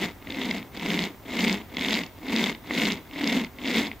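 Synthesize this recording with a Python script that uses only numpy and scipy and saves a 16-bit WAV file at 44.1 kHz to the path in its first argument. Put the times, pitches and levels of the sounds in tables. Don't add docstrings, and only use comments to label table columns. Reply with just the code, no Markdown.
import sys
import numpy as np
from scipy import signal
from scipy.fft import rfft, irfft
from scipy.io import wavfile

SR = 44100
rng = np.random.default_rng(int(sys.argv[2]) if len(sys.argv) > 2 else 0)


def put_to_file(sound):
    columns = np.atleast_2d(sound).T
    safe = np.clip(columns, -1, 1)
    whole_steps = np.round(safe * 32767)
    wavfile.write(sys.argv[1], SR, whole_steps.astype(np.int16))


N = 176400

# f/Hz, level/dB
TRUNK = [(60, -42.5), (140, -28.5), (165, 1), (200, -4.5), (290, 3.5), (350, -5), (400, -2), (435, -10),
         (505, -6.5), (570, -13.5), (630, -9.5), (690, -6.5), (800, -12.5), (940, -7.5), (1300, -15.5),
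         (1800, -22.5), (4000, -70.5)]
# t/s, strength/dB, link ring/dB, crack/dB (crack minus ring sets the brightness)
SNAGS = [(0.2704, -27, -31, -43), (0.3033, -19.5, -35, -34), (0.3212, -23, -37, -32),
         (0.3451, -24, -31, -38), (0.5096, -13.5, -26, -29), (0.627, -27.5, -41, -45),
         (0.734, -53, -35, -41), (0.7652, -28.5, -36, -27), (0.7956, -24.5, -31.5, -30),
         (0.9024, -13, -23.5, -19.5), (0.9901, -11, -22.5, -22), (1.0376, -15.5, -33, -24),
         (1.3898, -14.5, -28, -26.5), (1.4439, -20, -24.5, -32), (1.4696, -15, -20, -34),
         (1.495, -12, -23, -24), (1.5263, -14.5, -34.5, -15.5), (1.7679, -15, -22.5, -23),
         (1.7933, -19.5, -28, -26), (1.8098, -15.5, -26.5, -28), (1.8462, -13.5, -22, -28.5),
         (1.8844, -13, -27, -24), (1.9065, -12.5, -19, -16), (1.9293, -11, -23, -20),
         (1.94, -9.5, -24, -18), (1.9514, -14, -30, -28), (2.0346, -20.5, -30, -28),
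         (2.0625, -30, -44, -36), (2.3615, -12, -26, -19), (2.384, -15, -30, -22),
         (2.4395, -11.5, -23.5, -15), (2.4592, -16.5, -30, -25), (2.5476, -26.5, -38, -44),
         (2.7077, -14, -14, -47), (2.7352, -19, -28, -28), (2.7414, -26, -32, -5), (2.7755, -14, -21, -26),
         (2.8183, -12, -25, -28), (2.8686, -15, -20, -24), (2.9197, -15.5, -36.5, -17),
         (2.9716, -33, -46, -39), (3.1105, -31, -39, -47), (3.1333, -29.5, -34.5, -40),
         (3.1592, -25, -22, -47), (3.274, -11.5, -29.5, -20), (3.2983, -20, -27, -29),
         (3.3257, -13.5, -27, -24), (3.4457, -22, -37, -38), (3.585, -29.5, -35, -43),
         (3.7425, -15, -25, -25), (3.914, -21.5, -34, -46)]


def amp(db):
    return 10 ** (np.asarray(db) / 20)


def unit(x):
    return x / np.sqrt(np.mean(x ** 2) + 1e-20)


def read(points, hz):
    f, value = np.transpose(points)
    return np.interp(np.log(hz + 1), np.log(f + 1), value)


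def add(mix, s, sound):
    part = mix[max(round(s * SR), 0):][:len(sound)]
    part += sound[:len(part)]


def colour(x, points, tilt_db=0, size=4096):
    hz = np.abs(np.fft.fftfreq(size, 1 / SR))
    octaves = np.log2(np.clip(hz, 1200, 9000) / 3000)
    log_gain = np.log(amp(read(points, hz) + tilt_db * octaves))
    taps = np.fft.ifft(np.exp(np.conj(signal.hilbert(log_gain)))).real[:size // 2]
    return signal.oaconvolve(x, taps)[:len(x)]


def low_cut(x, hz, order):
    return signal.sosfiltfilt(signal.butter(order, hz, "high", fs=SR, output="sos"), x)


def drift(width_hz):
    hz = np.fft.fftfreq(N, 1 / SR)
    white = rng.standard_normal(N) + 1j * rng.standard_normal(N)
    z = np.fft.ifft(np.fft.fft(white) / (1 + (2 * hz / width_hz) ** 2) ** 1.5)
    return z / np.std(z)


def arm(firm_rasp_db=-29, firm_chatter_db=-26, sag_oct_per_s=1.1):
    # t/s, rasp level/dB, chatter level/dB
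    pulls = [
        [(0.0, -33.5, -35), (0.03, -32, -29), (0.05, -32, -30), (0.16, -65, -59.5)],
        [(0.2, -61, -58), (0.3, -42, -42), (0.38, -40, -33), (0.43, -37.5, -35), (0.5, -35.5, -28),
         (0.58, -38, -34), (0.69, -64, -54)],
        [(0.71, -66, -54), (0.74, -45, -46), (0.81, -40, -37), (0.91, -30.5, -27), (0.96, -32.5, -29),
         (1.04, -32, -30), (1.17, -67, -57.5)],
        [(1.21, -65, -61), (1.29, -42.5, -42), (1.39, -31, -29), (1.44, -27.5, -25), (1.49, -30.5, -24),
         (1.54, -33.5, -28.5), (1.67, -63, -55)],
        [(1.69, -59, -54), (1.77, -39.5, -37), (1.82, -33, -34), (1.94, -27.5, -28), (2.04, -40, -38),
         (2.07, -51, -47), (2.12, -64, -67.5)],
        [(2.16, -62, -62), (2.23, -50.5, -45), (2.33, -32.5, -28), (2.43, -28.5, -26), (2.48, -32, -27),
         (2.53, -40.5, -39), (2.6, -66.5, -53)],
        [(2.62, -59.5, -56), (2.72, -35.5, -36), (2.8, -27.5, -28), (2.87, -29, -26), (2.92, -32, -29),
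         (2.97, -44, -37), (3.04, -64, -60.5)],
        [(3.07, -60, -59.5), (3.15, -42, -43), (3.25, -34.5, -27), (3.3, -29, -27), (3.37, -31.5, -23),
         (3.45, -42.5, -34), (3.51, -69, -57)],
        [(3.54, -62, -57.5), (3.59, -50.5, -48), (3.69, -31.5, -30.5), (3.79, -28, -25), (3.87, -38.5, -36),
         (3.92, -51, -41), (3.99, -66, -62)],
    ]
    pitches = [199.17, 227.7, 189.76, 207.5, 215.2, 225.9, 216.3, 236.4, 235]
    t = np.arange(N) / SR
    hz = np.full(N, float(pitches[0]))
    for pull, pitch_hz in zip(pulls, pitches):
        times, _, level_db = np.transpose(pull)
        middle = np.average(times, weights=amp(level_db) ** 2)
        begun = t >= times[0]
        hz[begun] = pitch_hz * 2 ** (-sag_oct_per_s * np.clip(t[begun] - middle, -.2, .06))
    s, rasp_db, chatter_db = np.concatenate(pulls).T
    effort = amp(np.interp(t, s, rasp_db) - firm_rasp_db)
    load = amp(np.interp(t, s, chatter_db) - firm_chatter_db)
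    return effort, load, hz


def chatter(hz, evenness=0.27):
    wander = drift(width_hz=90)
    return wander / (abs(wander) + 1e-3) ** evenness * np.exp(2j * np.pi * np.cumsum(hz) / SR)


def growl(swing, octave_db=-15.5):
    octave = amp(octave_db) * abs(swing) * np.cos(2 * np.angle(swing))
    return unit(low_cut(swing.real, hz=150, order=8) + octave)


def bites(swing, jitter_s=0.0003, spread_db=5):
    crests = np.flatnonzero((swing.imag[:-1] < 0) & (swing.imag[1:] >= 0) & (swing.real[1:] > 0))
    late, size = rng.standard_normal((N, 2))[:len(crests)].T
    at = np.clip(crests + (late * jitter_s * SR).astype(int), 0, N - 1)
    clicks = np.zeros(N)
    clicks[at] = amp(spread_db * np.clip(size, -3, 1.7))
    return clicks


def clink(tilt_db, scrape_db, scrape_s=0.0012, detune=0.033, size=1500):
    # f/Hz, t60/s, level/dB
    link_modes = [(1993, 0.0094, -15.5), (2155, 0.012, -20), (2553, 0.04, -28.5), (3530, 0.004, -33)]
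    # f/Hz, level/dB
    clink_spectrum = [(300, -20.5), (1000, -16), (1500, -23.5), (1850, -7), (2150, 3.5), (2400, -2),
                      (2800, 2), (3600, 4), (4200, -4.5), (5000, -7), (5800, -20), (6800, -21),
                      (8000, -44.5), (11000, -54.5), (13000, -64.5), (16000, -46)]
    t = np.arange(size) / SR
    snap = (t == 0) + amp(scrape_db) * np.exp(-t / scrape_s) * rng.standard_normal(size)
    for hz, t60, db in link_modes:
        ring_hz = hz * (1 + detune * rng.standard_normal())
        snap += amp(db) * np.exp(-np.log(1000) * t / t60) * np.cos(2 * np.pi * ring_hz * t)
    return unit(colour(snap, clink_spectrum, tilt_db))


def chain(clicks, count=24):
    which = rng.integers(0, count, N)
    out = np.zeros(N)
    for k, tilt_db in enumerate(np.linspace(-7, 7, count)):
        out += signal.oaconvolve(clicks * (which == k), clink(tilt_db, scrape_db=-7))[:N]
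    return unit(out)


def tearing(swing, per_s=2500, spread_db=3, pulsing=0.22):
    breaks = rng.random(N) < per_s / SR
    sizes = amp(spread_db * np.minimum(rng.exponential(1, N), 4))
    signs = rng.choice([-1, 1], N)
    return breaks * sizes * signs * (1 + pulsing * np.cos(np.angle(swing)))


def judder(hz=36.26, depth_db=1.42):
    flutter = drift(hz) * np.exp(2j * np.pi * hz * np.arange(N) / SR)
    return amp(depth_db * unit(flutter.real))


def rasp(clicks, cracks, effort, brighten=0.27):
    # f/Hz, level/dB
    fibre_spectrum = [(300, -16), (1000, -9.5), (1500, -3), (1850, -0.5), (2170, 6.5), (2400, -3),
                      (2800, -6), (3600, -3.5), (4300, -7), (5000, -10), (5800, -14), (6800, -12),
                      (8000, -18.5), (11000, -30.5), (13000, -19.5), (16000, -26)]
    links = amp(-29.5) * chain(clicks)
    fibres = amp(-30.5) * unit(colour(cracks, fibre_spectrum))
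    both = effort * (links + fibres)
    return both + (effort ** brighten - 1) * low_cut(both, hz=4000, order=1)


def trunk_knocks(clicks, cracks, effort, load, load_share=0.19, cracks_db=8.5):
    force = (effort ** (1 - load_share) * load ** load_share) ** 0.79
    blows = unit(clicks) + amp(cracks_db) * unit(cracks)
    return force * unit(colour(blows, TRUNK))


def spread(x, change_hz=70, size=64):
    # f/Hz, side minus mid/dB
    width = [(200, -20), (700, -15.5), (1500, -10.5), (2600, -20), (4200, -6.5), (6000, -4.5), (9000, 2),
             (14000, 1)]
    scatter = irfft(np.exp(2j * np.pi * rng.random(size // 2 + 1)))
    scattered = signal.hilbert(signal.oaconvolve(x, scatter)[:N])
    paths = scattered * np.exp(1j * np.angle(drift(change_hz)))
    side = colour(paths.real, width)
    return np.array([x + side, x - side])


def tree_echoes(x, level_db=-24, delay_s=0.0085):
    # f/Hz, t60/s
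    decay_times = [(150, 0.29), (1000, .6), (3000, 0.88), (12000, 0.59)]
    taps = rng.standard_normal(SR) * (rng.random(SR) < .05) * (np.arange(SR) > delay_s * SR)
    hz, t, bands = signal.stft(taps, SR, nperseg=256)
    decay = np.exp(-np.log(1000) * t / read(decay_times, hz)[:, None])
    tail = signal.istft(bands * decay, SR, nperseg=256)[1]
    return amp(level_db) * signal.oaconvolve(x, tail / np.linalg.norm(tail))[:N]


def air(level_db=-48.5, side_db=-10):
    # f/Hz, level/dB
    air_spectrum = [(20, -11), (50, 5), (110, 6.5), (150, -2.5), (250, -4), (500, -7), (950, -10),
                    (1400, -12), (2100, -17.5), (3500, -25.5), (6000, -25), (10000, -29.5), (16000, -24.5)]
    mid, side = (unit(colour(rng.standard_normal(N), air_spectrum)) for _ in range(2))
    return amp(level_db) * (mid + amp(side_db) * np.array([side, -side]))


def camera_whine(hz=14835):
    levels = [-66, -59.5]
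    return np.sqrt(2) * amp(levels)[:, None] * np.sin(2 * np.pi * hz * np.arange(N) / SR)


def stick_slip(dip_db=-3, stall_s=0.018):
    t, gain_db = np.arange(N) / SR, np.zeros(N)
    for s, *_ in SNAGS:
        gain_db = np.minimum(gain_db, dip_db * np.exp(-((t - s + stall_s / 2) / stall_s) ** 2))
    return amp(gain_db)


def snags(clink_db=-0.5, knock_db=-13, delay_s=0.001122):
    out = np.zeros(N)
    knock = colour(signal.unit_impulse(SR // 20), TRUNK)
    for s, db, ring_db, crack_db in SNAGS:
        ring = clink(tilt_db=0.92 * (crack_db - ring_db + 5), scrape_db=-8.5)
        add(out, s + delay_s, amp(db + clink_db) * ring / abs(ring).max())
        add(out, s + delay_s, amp(db + knock_db) * knock / abs(knock).max())
    return out


def saw():
    effort, load, hz = arm()
    swing = chatter(hz)
    clicks, cracks = bites(swing), tearing(swing)
    unevenness = stick_slip() * judder()
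    cutting = rasp(clicks, cracks, effort) + amp(-28.5) * trunk_knocks(clicks, cracks, effort, load)
    low_note = amp(-26.5) * load ** 1.314 * growl(swing)
    return unevenness * cutting + low_note + snags()


def scene():
    cut = saw()
    return spread(cut) + np.array([tree_echoes(cut), tree_echoes(cut)]) + air()


def record(dry):
    # f/Hz, left minus right/dB
    balance = [(100, .7), (2500, .4), (5500, 1.5), (9000, 0), (13000, -4), (16000, -4)]
    balance_db = read(balance, np.fft.rfftfreq(N, 1 / SR))
    heard = irfft(rfft(dry) * amp(np.outer([.5, -.5], balance_db)), N)
    band_limit = signal.firwin(511, 15800, window=("kaiser", 9), fs=SR)
    return signal.oaconvolve(heard + camera_whine(), band_limit[None], "same")


dry = scene()
out = record(dry)
put_to_file(out)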